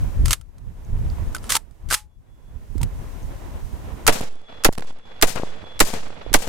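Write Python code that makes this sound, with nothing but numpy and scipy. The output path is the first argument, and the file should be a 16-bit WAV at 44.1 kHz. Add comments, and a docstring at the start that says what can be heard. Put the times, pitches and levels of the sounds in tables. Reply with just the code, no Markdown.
"""Breezy open range, small stereo microphone close to a rifle: it is loaded and cocked, then fired five times.
Blasts are swelling noise bands; ground, banks and trees answer with dips, scattered returns and rolling noise.
Steel contacts are noise spits over ringing modes, and a barrel part whines on between shots.
Each blast pins the capsules at one rail, so mostly downward echo spikes pass while the coupling filter lets
the offset sink away. Wind buffeting, rustle and hiss lie behind, sinking after loud sounds and climbing back."""
import sys
import numpy as np
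from scipy import signal
from scipy.fft import rfft, irfft
from scipy.io import wavfile
from scipy.ndimage import uniform_filter1d

SR = 44100
rng = np.random.default_rng(int(sys.argv[2]) if len(sys.argv) > 2 else 0)


def natural_amplitude(level_db):
    """Convert a level in decibels to a linear amplitude factor, elementwise."""
    exponent = np.asarray(level_db, float) / 20
    return 10 ** exponent


def transcribe(u):
    """Save the signal u as a 16-bit wav file named by the first command-line argument.

    u: samples, shape (n,) or (channels, n), limited to [-1, 1]; the rate is SR.
    q: integer samples, one column per channel.
    """
    v = np.clip(np.atleast_2d(u).T, -1, 1)
    q = np.round(v * 32767).astype(np.int16)
    wavfile.write(sys.argv[1], SR, q)


N = 285925

# shots and how they overload the capsules: start_s, left_push and right_push [full scale, past the rail],
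# pinned_s, leak_db
SHOTS = [(4.0754, -0.14, 0.0036, 0.092, -25), (4.646, 0.081, 0.057, 0.074, -30),
         (5.223, -0.056, 0.24, 0.074, -13), (5.802, -0.095, 0.17, 0.056, -7.5),
         (6.339, -0.051, 0.11, .2, -15.5)]
# bands of the blast, before the common BLAST_DB: pitch_hz, level_db, peak_s, die_away_s
BLAST_BANDS = [(7000, -5, 0.0015, .004), (2800, -9, .003, .004), (1400, -8, .006, .004),
               (450, -12, .011, .003)]
BLAST_DB = 10
# distinct returns off ground, banks and trees: delay_s, level_db, pitch_hz
ECHOES = [(0.0152, -4.5, 700), (0.0181, -3, 600), (0.025, -13.5, 850), (0.038, -18, 900),
          (0.0817, -24.5, 693), (.133, -17, 837), (.1373, -15, 610), (0.138, -28, 281.4),
          (0.1624, -25.5, 400), (.253, -37.5, 600), (0.281, -38, 610), (0.342, -40.5, 807)]
# lone ticks in the tails: start_s, level_db, pitch_hz
TICKS = [(4.686, -23, 1480), (4.72, -25.5, 1520), (4.734, -23, 1530), (4.754, -32.5, 1520),
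         (4.797, -31, 1510), (4.825, -34.5, 1225), (4.848, -31, 900), (5.904, -20, 1230), (6.228, -44, 600)]
# many small returns off trunks and posts
SCATTER_DB, SCATTER_DB_PER_S, SCATTER_SPREAD_DB = -31, -40, 5.5
SCATTER_COUNT, SCATTER_SPAN_S, SCATTER_HZ = 24, (.03, .54), (400, 1100)
# swells in which the range rolls a shot back: delay_s, mid_db, treble_db, t60_s
ROLL_SWELLS = [(.02, -14.5, -19, .07), (.05, -29, -23, .5), (.082, -33, -31.5, 0.17),
               (.136, -28, -34.5, 0.17), (.2, -18, -31, 1.43)]
# spectrum of the roll's middle: pitch_hz, density_db [per Hz, relative]
ROLL_MID = [(59, -44.5), (100, -7.5), (237, -8), (360, -15), (447, -4.5), (1080, -13), (4000, -20),
            (6500, -31.5), (8000, -45), (8800, -120)]
# spectrum of the roll's treble: pitch_hz, density_db [per Hz, relative]
ROLL_TREBLE = [(1470, -4), (2500, -4.5), (4370, -1.5), (4690, -0.5), (7530, 2.5), (14100, -7), (16000, -18)]
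ROLL_ATTACK_S = .007
DULL_HZ, DULL_T60_S = 6040, 1   # far returns lose their top to the air
# moments when the tail drops out: start_s, length_s, change_db
DROPOUTS = [(4.203, 0.015, -7.5), (4.289, 0.197, -7.5), (4.692, .032, -16.5), (4.738, .012, -9.5),
            (4.756, 0.023, -13), (4.785, .008, -14), (4.799, .007, -16), (4.809, 0.012, -20),
            (4.826, 0.044, -9.5), (4.913, 0.14, -9), (5.332, .015, -3), (5.851, 0.02, -5.5),
            (5.917, 0.01, -4), (6.012, 0.018, -2.5), (6.09, 0.12, -2), (6.386, 0.035, -6.5)]
DROPOUT_EDGE_S = .004

# metal on metal, magazine, handle and bolt: start_s, level_db, body_db [relative to level_db]; trims follow
CLACKS = [(0.2579, -11.5, -10), (0.2816, -18, -6.5), (0.295, -26.5, -18.5), (0.3079, -3.5, -21),
          (0.3159, -14.5, -26.5), (0.3204, -16, -14.5), (0.3302, -1.5, -23), (0.332, -15.5, -24),
          (0.345, -40.5, -11.5), (0.412, -39, -3.5), (0.5825, -44.5, -1.5), (1.3283, -42, -7),
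          (1.3483, -16, -13.5), (1.356, -30, -1.5), (1.365, -26.5, 6), (1.383, -38.5, 2.5),
          (1.4416, -37, 9), (1.4991, -28.5, 6.5), (1.503, -8.5, -7), (1.5207, -3.5, -16),
          (1.5531, -4, -6.5), (1.566, -6.5, -11), (1.71, -51, 6), (1.8884, -40.5, -6), (1.9031, -19, -28),
          (1.9115, -16, -10), (1.9162, -22.5, 8), (1.9256, -8.5, -2.5), (1.9325, -8.5, -21),
          (1.9413, -4, -25), (1.9455, -7.5, -22), (2.7802, -32.5, -9.5), (2.815, -25, -34),
          (2.831, -15, -27)]
CLACK_T60_S, CLACK_TAIL_DB, CLACK_TAIL_T60_S = 0.022, -44, .16   # spit, then return off ground and bench
# sliding steel rasps between the clacks: start_s, length_s, level_db, t60_s
SLIDES = [(0.253, .06, -41.5, .03), (.315, .028, -38, 0.024), (1.429, .055, -50.5, 0.031),
          (1.495, .075, -26, 0.015), (1.889, .02, -45, 0.026), (1.908, .04, -28, 0.035),
          (1.953, 0.025, -40, 0.13)]
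SLIDE_ATTACK_S = .005
# spectrum of steel contact noise: pitch_hz, density_db [per Hz, relative]
STEEL = [(290, -42), (500, -11.5), (784, -13.5), (919, -8), (1030, -3), (1340, -3.5), (2330, -4.5),
         (5550, -4.5), (8960, -2.5), (14700, -14), (16000, -27.5)]
# ringing modes of the receiver: pitch_hz, level_db [relative], t60_s
BODY_MODES = [(930, -15, 0.084), (1331, 0, 0.04), (1730, -4.5, 0.0053), (2140, -1.5, 0.008),
              (3100, 4.5, 0.0049), (4900, -6, 0.018), (9060, -8.5, 0.046)]
# single clear rings of loose parts: start_s, peak_db, pitch_hz, t60_s
JINGLES = [(0.849, -47, 6360, 0.016), (1.101, -33.5, 4700, 0.0075), (1.349, -20, 1502, 0.035),
           (1.551, -22.5, 930, 0.057), (1.565, -19.5, 889, .04), (1.91, -14.5, 1544, 0.043),
           (1.946, -38.5, 847, 0.24), (2.811, -32, 930, 0.047), (2.829, -30.5, 930, 0.023),
           (3.23, -43.5, 6370, 0.027)]
# the hammer falls just before each blast; HAMMER_SINKS is its share of the sinking
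HAMMER_LEAD_S, HAMMER_DB, HAMMER_BODY_DB, HAMMER_SINKS = .0088, 0, -13, 0.85

# swells of the thin whine: start_s, hold_s, level_db
WHINE_SWELLS = [(2.11, 0.059, -76.5), (2.291, 0.3, -73), (4.328, 0.12, -62), (4.476, 0.15, -51),
                (4.875, 0.032, -54), (4.98, 0.067, -64), (5.054, 0.14, -53), (5.48, 0.027, -52),
                (5.55, .07, -57), (5.651, 0.13, -49), (6.06, 0.11, -60), (6.219, 0.087, -55.5)]
WHINE_HZ, WHINE_WANDER_HZ = 3398, 4
WHINE_ATTACK_S, WHINE_T60_S = 0.056, 0.13

# buffeting on the ports, a curve before sinking: time_s, level_db, left_minus_right_db
BREEZE = [(0.0, -51.5, -1), (0.12, -33, -9), (0.21, -14, -6), (0.4, -28.5, 12.5), (0.7, -22.5, -8.5),
          (1.0, -18.5, 1), (1.45, -33.5, -1), (1.73, -34, -14.5), (1.88, -19, 4.5), (2.15, -25, 2.5),
          (2.66, -28, -11), (3.05, -34, 6.5), (3.5, -33.5, 0), (4.05, -35, -1), (5.02, -27.5, 3.5),
          (5.2, -28, 1), (6.08, -22, -6.5), (6.48, -10.5, -10)]
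# swells of wind, before sinking: start_s, level_db
GUSTS = [(0.022, -16.5), (1.03, -35.5), (1.12, -43), (1.279, -23.5), (1.43, -34.5), (2.72, -25),
         (2.832, -13.5), (3.248, -20), (3.498, -34), (3.74, -29)]
GUST_ATTACK_S, GUST_T60_S = 0.075, 0.33
BREEZE_SINKS = 1.27   # share of the sinking that the buffeting follows
# single gust bumps: centre_s, level_db, pitch_hz, left_minus_right_db
PUFFS = [(2.7256, -38, 115.3, 5.5), (2.757, -25, 253.4, -16), (2.816, -19.5, 115.8, -1),
         (2.838, -18, 123.3, 8), (2.855, -25, 169.3, -9), (6.265, -34, 472, -27),
         (6.319, -28.5, 293.6, -17)]
# the blast and its main echo shake the ports: delay_s, level_db
SHAKES = [(.01, -31), (.14, -32.5)]
SHAKE_T60_S = 0.079
# spectrum of wind buffeting: pitch_hz, density_db [per Hz, relative]
BUFFET = [(12, -38), (20, 4.5), (38, 3.5), (74, -1), (123, -7.5), (334, -31.5), (500, -38), (650, -56.5),
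          (1100, -120)]
# spectrum of distant rustle: pitch_hz, density_db [per Hz, relative]
RUSTLE = [(120, -12.5), (200, 0), (889, -10), (983, -8), (1190, -15), (1840, -18), (4000, -29.5),
          (5200, -66), (8800, -120)]
# spectrum of hiss: pitch_hz, density_db [per Hz, relative]
HISS = [(1470, -10.5), (2500, -6.5), (3260, -8), (6300, -6), (15200, -11), (16000, -19)]
RUSTLE_DB, HISS_DB, HISS_SINKS = -46, -56, 1.004   # levels before sinking; share the hiss follows
OPENING_DB, OPENING_S = 4.5, 0.085   # far air starts a little louder and settles
# the background sinks after loud sounds and climbs back
SINK_DB_PER_PEAK, DEEPEST_DB, SINK_S, CLIMB_DB_PER_S = 9.5, 32.5, 0.034, 29.5

# microphone, in full scale: upper and lower rail, roundness of the knee, ceiling of the leak
RAIL, LOW_RAIL, KNEE, LEAK_TOP = .5, .42, 0.032, 0.065
COUPLING_HZ = 2.34   # each of two stages
CAPSULE_BALANCE_DB = -1.06   # left minus right: the left capsule is a little less sensitive


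def gunfire(sunk_db, lost_db):
    """Each shot is a direct blast, then downward returns, then the rolling answer of the range."""
    return blasts() + echoes() + scatter() * natural_amplitude(lost_db) + roll(sunk_db, lost_db)


def blasts():
    """Noise bands swell together with each shot, the brightest peaking first and the deepest last."""
    out, t = np.zeros((2, N)), np.arange(N) / SR
    for hz, level_db, peak_s, die_s in BLAST_BANDS:
        swell = np.zeros(N)
        for s, *_ in SHOTS:
            age = np.maximum(t - s, 0)
            envelope = np.minimum(age / peak_s, np.exp(-(age - peak_s) / die_s))
            swell += natural_amplitude(BLAST_DB + level_db) * envelope
        octave_slopes = [(hz / 2, -6), (hz, 0), (hz * 2, -6)]
        out += swell * coloured(octave_slopes, 0.057, hz / 2, hz * 2)
    return out


def echoes():
    """Returns off ground and far banks are downward pressure dips, one period long and ragged with noise."""
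    dips = list(TICKS)
    for s, *_ in SHOTS:
        for delay_s, db, hz in ECHOES:
            if s + delay_s < N / SR:
                dips.append((s + delay_s, db, hz))
    shape = np.zeros((2, N))
    luck_db = rng.normal(0, 0.61, (len(dips), 2, 1))   # own for each channel
    for (s, db, hz), luck in zip(dips, luck_db):
        add(shape, s, natural_amplitude(db + luck) * signal.windows.hann(round(SR / hz)))
    shape += 0.2 * np.roll(shape, round(0.0011 * SR), axis=1)   # a rough bank answers twice
    return -shape * (1 + 0.26 * coloured(STEEL, 0.1, 500, 13000))


def scatter():
    """Trunks and posts return many small, smooth and dull dips, weaker with delay."""
    out = np.zeros((2, N))
    luck = rng.random((len(SHOTS), SCATTER_COUNT, 4))
    for (s, *_), draws in zip(SHOTS, luck):
        for late, size, pitch, side in draws:
            delay_s = np.interp(late, [0, 1], SCATTER_SPAN_S)
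            hz = np.interp(pitch, [0, 1], SCATTER_HZ)
            db = SCATTER_DB + SCATTER_DB_PER_S * delay_s - SCATTER_SPREAD_DB * np.log(1 - size)
            if s + delay_s < N / SR:
                dip = natural_amplitude(db) * panned([12 * side - 6]) * signal.windows.hann(round(SR / hz))
                add(out, s + delay_s, dip)
    return -out


def roll(sunk_db, lost_db):
    """The range rolls each shot back as flickering noise that dulls as it travels farther."""
    out = np.zeros((2, N))
    *near, far = ROLL_SWELLS   # the last, long swell is background and sinks with it
    clear = after_shots([(0, 0.0032, DULL_T60_S)])   # share of the treble still left
    low_pass = signal.butter(1, DULL_HZ, fs=SR, output="sos")
    parts = ((1, ROLL_MID, 0.077, (300, 2200), 4.0 * drift(33)),
             (2, ROLL_TREBLE, 0.085, (3000, 10000), 1.5 * drift(42)))
    for column, spectrum, alike, band_hz, flicker_db in parts:
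        near_level = after_shots([(row[0], row[column], row[3]) for row in near])
        far_level = after_shots([(far[0], far[column], far[3])]) * natural_amplitude(sunk_db)
        noise = coloured(spectrum, alike, *band_hz)
        dull = signal.sosfilt(low_pass, signal.sosfilt(low_pass, noise))
        level = np.hypot(near_level, far_level) * natural_amplitude(lost_db + flicker_db)
        out += level * (dull + clear * (noise - dull))
    return out


def after_shots(rows):
    """Gain of swells that follow every shot, cut off by the next; rows of delay_s, level_db, t60_s."""
    out = np.zeros(N)
    shape = swells([(delay_s, 0, db, t60) for delay_s, db, t60 in rows], ROLL_ATTACK_S)
    for s, *_ in SHOTS:
        i = round(s * SR)
        out[i:] = shape[:N - i]
    return out


def dropouts():
    """Change in dB while the tail drops out, with softened edges."""
    out = np.zeros(N)
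    for s, length_s, db in DROPOUTS:
        out[round(s * SR):round((s + length_s) * SR)] = db
    return uniform_filter1d(out, max(round(DROPOUT_EDGE_S * SR), 1))


def handling(sunk_db):
    """Each contact is a dying spit of bright noise plus the receiver's modes, struck anew each time."""
    hammer = []
    for s, *_ in SHOTS:
        fall_s = s - HAMMER_LEAD_S
        level_db = HAMMER_DB + HAMMER_SINKS * sunk_db[round(fall_s * SR)]
        hammer.append((fall_s, level_db, HAMMER_BODY_DB))
    contacts = np.array(CLACKS + hammer)
    return steel_noise(contacts) + body_modes(contacts) + jingles()


def steel_noise(contacts):
    """Steel on steel spits noise that dies fast over a faint return; sliding steel rasps with a flicker."""
    spit, age = np.zeros(N + SR), np.arange(SR // 3) / SR
    for s, db, _ in contacts:
        i = round(s * SR)
        direct = natural_amplitude(db - 8.0 - 60 * age / CLACK_T60_S)
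        tail = natural_amplitude(db + CLACK_TAIL_DB - 60 * age / CLACK_TAIL_T60_S)
        spit[i:i + len(age)] += direct + tail
    rasp = swells(SLIDES, SLIDE_ATTACK_S) * natural_amplitude(1.4 * drift(300))
    return (spit[:N] + rasp) * coloured(STEEL, 0.6, 2100, 14000)


def body_modes(contacts):
    """Every contact excites each receiver mode by a chance amount, own in each channel."""
    out = np.zeros((2, N))
    luck_db = rng.normal(0, 7, (len(contacts), len(BODY_MODES), 2))
    places = np.round(contacts[:, 0] * SR).astype(int)
    for k, (hz, mode_db, t60) in enumerate(BODY_MODES):
        clicks = np.zeros((2, N))
        strike_db = contacts[:, 1] + contacts[:, 2] + mode_db - 12.5
        clicks[:, places] = natural_amplitude(strike_db + luck_db[:, k].T)
        out += ring(clicks, hz, t60)
    return out


def jingles():
    """A loose part, once struck, rings as one decaying sine."""
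    out = np.zeros(N)
    for s, db, hz, t60 in JINGLES:
        clicks = np.zeros(N)
        clicks[round(s * SR)] = natural_amplitude(db)
        out += ring(clicks, hz, t60)
    return out


def whine():
    """A long-ringing part of the rifle: one wavering tone that swells after the bolt and between shots."""
    pitch_hz = WHINE_HZ + WHINE_WANDER_HZ * drift(13.0)[0]
    phase = 2 * np.pi * np.cumsum(pitch_hz) / SR
    level = swells([(*row, WHINE_T60_S) for row in WHINE_SWELLS], WHINE_ATTACK_S)
    return level * natural_amplitude(1.9 * drift(22)) * np.sin(phase + [[0], [1.5]])   # right leads by 1.5 rad


def air(down_db):
    """Lumpy low noise buffets each port on its own, over smooth far rustle and hiss."""
    far_db = down_db + OPENING_DB * np.exp(-np.arange(N) / SR / OPENING_S)
    rustle = natural_amplitude(RUSTLE_DB + far_db + 2.3 * drift(8)) * coloured(RUSTLE, 0.14, 300, 2000)
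    hiss = natural_amplitude(HISS_DB + HISS_SINKS * far_db) * coloured(HISS, 0.18, 3300, 16000)
    return buffeting(down_db) + puffs() + rustle + hiss


def buffeting(down_db):
    """Turbulence at the ports is lumpy low noise, driven by breeze, gusts and the shake of each shot."""
    breeze_db, pan_db = in_time(BREEZE)
    gusts = swells([(s, 0, db, GUST_T60_S) for s, db in GUSTS], GUST_ATTACK_S)
    wind = np.hypot(natural_amplitude(breeze_db), gusts) * natural_amplitude(BREEZE_SINKS * down_db)
    shakes = after_shots([(delay_s, db, SHAKE_T60_S) for delay_s, db in SHAKES])
    lumps = natural_amplitude(4.85 * drift(9.1))
    return np.hypot(wind, shakes) * lumps * panned(pan_db) * coloured(BUFFET, 0.075, 16, 200)


def puffs():
    """A gust bump is one pressure hump with a shallow dip on either side."""
    out = np.zeros((2, N))
    for s, db, hz, pan_db in PUFFS:
        width = np.linspace(-3, 3, round(1.5 * SR / hz))
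        hump = (1 - width ** 2) * np.exp(-width ** 2 / 2)
        add(out, s, natural_amplitude(db) * panned([pan_db]) * hump)
    return out


def sinking():
    """Background change in dB: clacks push it down by linear peak, shots to the bottom; it climbs steadily."""
    block = 44   # samples per step
    push, depth = np.zeros(N // block + 1), [0.]
    clack_steps = [round(s * SR / block) for s, *_ in CLACKS]
    np.add.at(push, clack_steps, SINK_DB_PER_PEAK * natural_amplitude([db for _, db, _ in CLACKS]))
    push[[round(s * SR / block) for s, *_ in SHOTS]] = DEEPEST_DB
    for step in push[1:]:
        depth.append(min(max(depth[-1] + step - CLIMB_DB_PER_S * block / SR, 0), DEEPEST_DB))
    r = np.exp(-block / (SINK_S * SR))
    smooth = signal.lfilter([1 - r], [1, -r], depth)
    return -np.interp(np.arange(N) / block, np.arange(len(push)), smooth)


def swells(rows, attack_s):
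    """Gain of rows start_s, hold_s, level_db, t60_s: attack up to the start, hold, decay; powers add."""
    t, power = np.arange(N) / SR, 1e-14
    for s, hold_s, db, t60 in rows:
        rise = np.clip((t - s) / max(attack_s, .001) + 1, 0, 1) ** 2
        decay_db = 60 * np.maximum(t - s - hold_s, 0) / max(t60, .005)
        power = power + (rise * natural_amplitude(db - decay_db)) ** 2
    return np.sqrt(power)


def in_time(rows):
    """Columns of a curve, interpolated at every sample."""
    s, *columns = np.transpose(rows)
    return [np.interp(np.arange(N) / SR, s, c) for c in columns]


def coloured(spectrum, alike, low_hz, high_hz):
    """Stereo noise of a spectrum, rms 1 between two pitches; alike is the channels' correlation."""
    size = N + 3
    hz, points = np.maximum(np.fft.rfftfreq(size, 1 / SR), 1), np.array(spectrum)
    shape = natural_amplitude(np.interp(np.log(hz), np.log(points[:, 0]), points[:, 1], left=-90, right=-90))
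    mid, side = rng.standard_normal((2, size))
    pair = np.sqrt(1 + alike) * mid + np.sqrt(1 - alike) * side * [[1], [-1]]
    inside = np.mean(shape ** 2 * (hz > low_hz) * (hz < high_hz))
    return irfft(rfft(pair) * shape, size)[:, :N] / np.sqrt(2 * inside)


def drift(rate_hz):
    """Slow stereo chance of spread 1: white noise through two equal low-pass poles."""
    r = np.exp(-2 * np.pi * rate_hz / SR)
    slow = signal.lfilter([1], [1, -2 * r, r * r], rng.standard_normal((2, N)))
    return slow / slow.std()


def ring(clicks, hz, t60):
    """A two-pole resonator: a unit click sets a decaying sine of height 1 ringing."""
    r, w = natural_amplitude(-60 / (t60 * SR)), 2 * np.pi * hz / SR
    return signal.lfilter([0, np.sin(w)], [1, -2 * r * np.cos(w), r * r], clicks + 1e-18)


def panned(db):
    """Left and right gains of a left-minus-right level difference."""
    return natural_amplitude(np.outer([.5, -.5], db))


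def add(out, s, pulse):
    """Lays a stereo pulse, centred on a moment."""
    i = round(s * SR) - pulse.shape[1] // 2
    out[:, i:i + pulse.shape[1]] += pulse[:, :N - i]


def scene():
    """Shots, gun handling, whine and air as they reach the capsules."""
    sunk_db, lost_db = sinking(), dropouts()
    return gunfire(sunk_db, lost_db) + handling(sunk_db) + whine() + air(sunk_db + lost_db)


def capsule_offset(rise_s=.017, surge=.12, settle_s=.004, drain_s=.3):
    """A blast drives the working point past the rail; it surges, stays pinned, then drains. Also the leak."""
    out, leak, t = np.zeros((2, N)), np.zeros(N), np.arange(N) / SR
    for s, left, right, pinned_s, leak_db in SHOTS:
        age = np.maximum(t - s, 0)
        rise = np.minimum(age / rise_s, 1) ** 2
        drain = (1 + (np.maximum(age - pinned_s, 0) / drain_s) ** 2) ** 2
        held = (RAIL + np.array([[left], [right]])) / drain
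        settling = surge * np.exp(-np.maximum(age - rise_s, 0) / settle_s)
        out = np.maximum(out, rise * (held + settling))
        leak[t > s] = natural_amplitude(leak_db)
    return out, leak


def band_limit(x):
    """A steep low-pass at the top of the band."""
    return signal.sosfilt(signal.butter(12, 16820, fs=SR, output="sos"), x)


def record(dry):
    """The capsules limit at rails with a rounded knee and a leak; the coupling high-pass drains the offset."""
    offset, leak = capsule_offset()
    drive = dry + offset
    above_low = np.logaddexp(0, (drive + LOW_RAIL) / KNEE)
    above_high = np.logaddexp(0, (drive - RAIL) / KNEE)
    railed = KNEE * (above_low - above_high) - LOW_RAIL
    out = railed + leak * LEAK_TOP * np.tanh(dry / LEAK_TOP)
    coupling = signal.butter(1, COUPLING_HZ, "high", fs=SR, output="sos")
    for stage in range(2):
        out = signal.sosfilt(coupling, out)
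    return band_limit(out * panned([CAPSULE_BALANCE_DB]))


dry = scene()
out = record(dry)
transcribe(out)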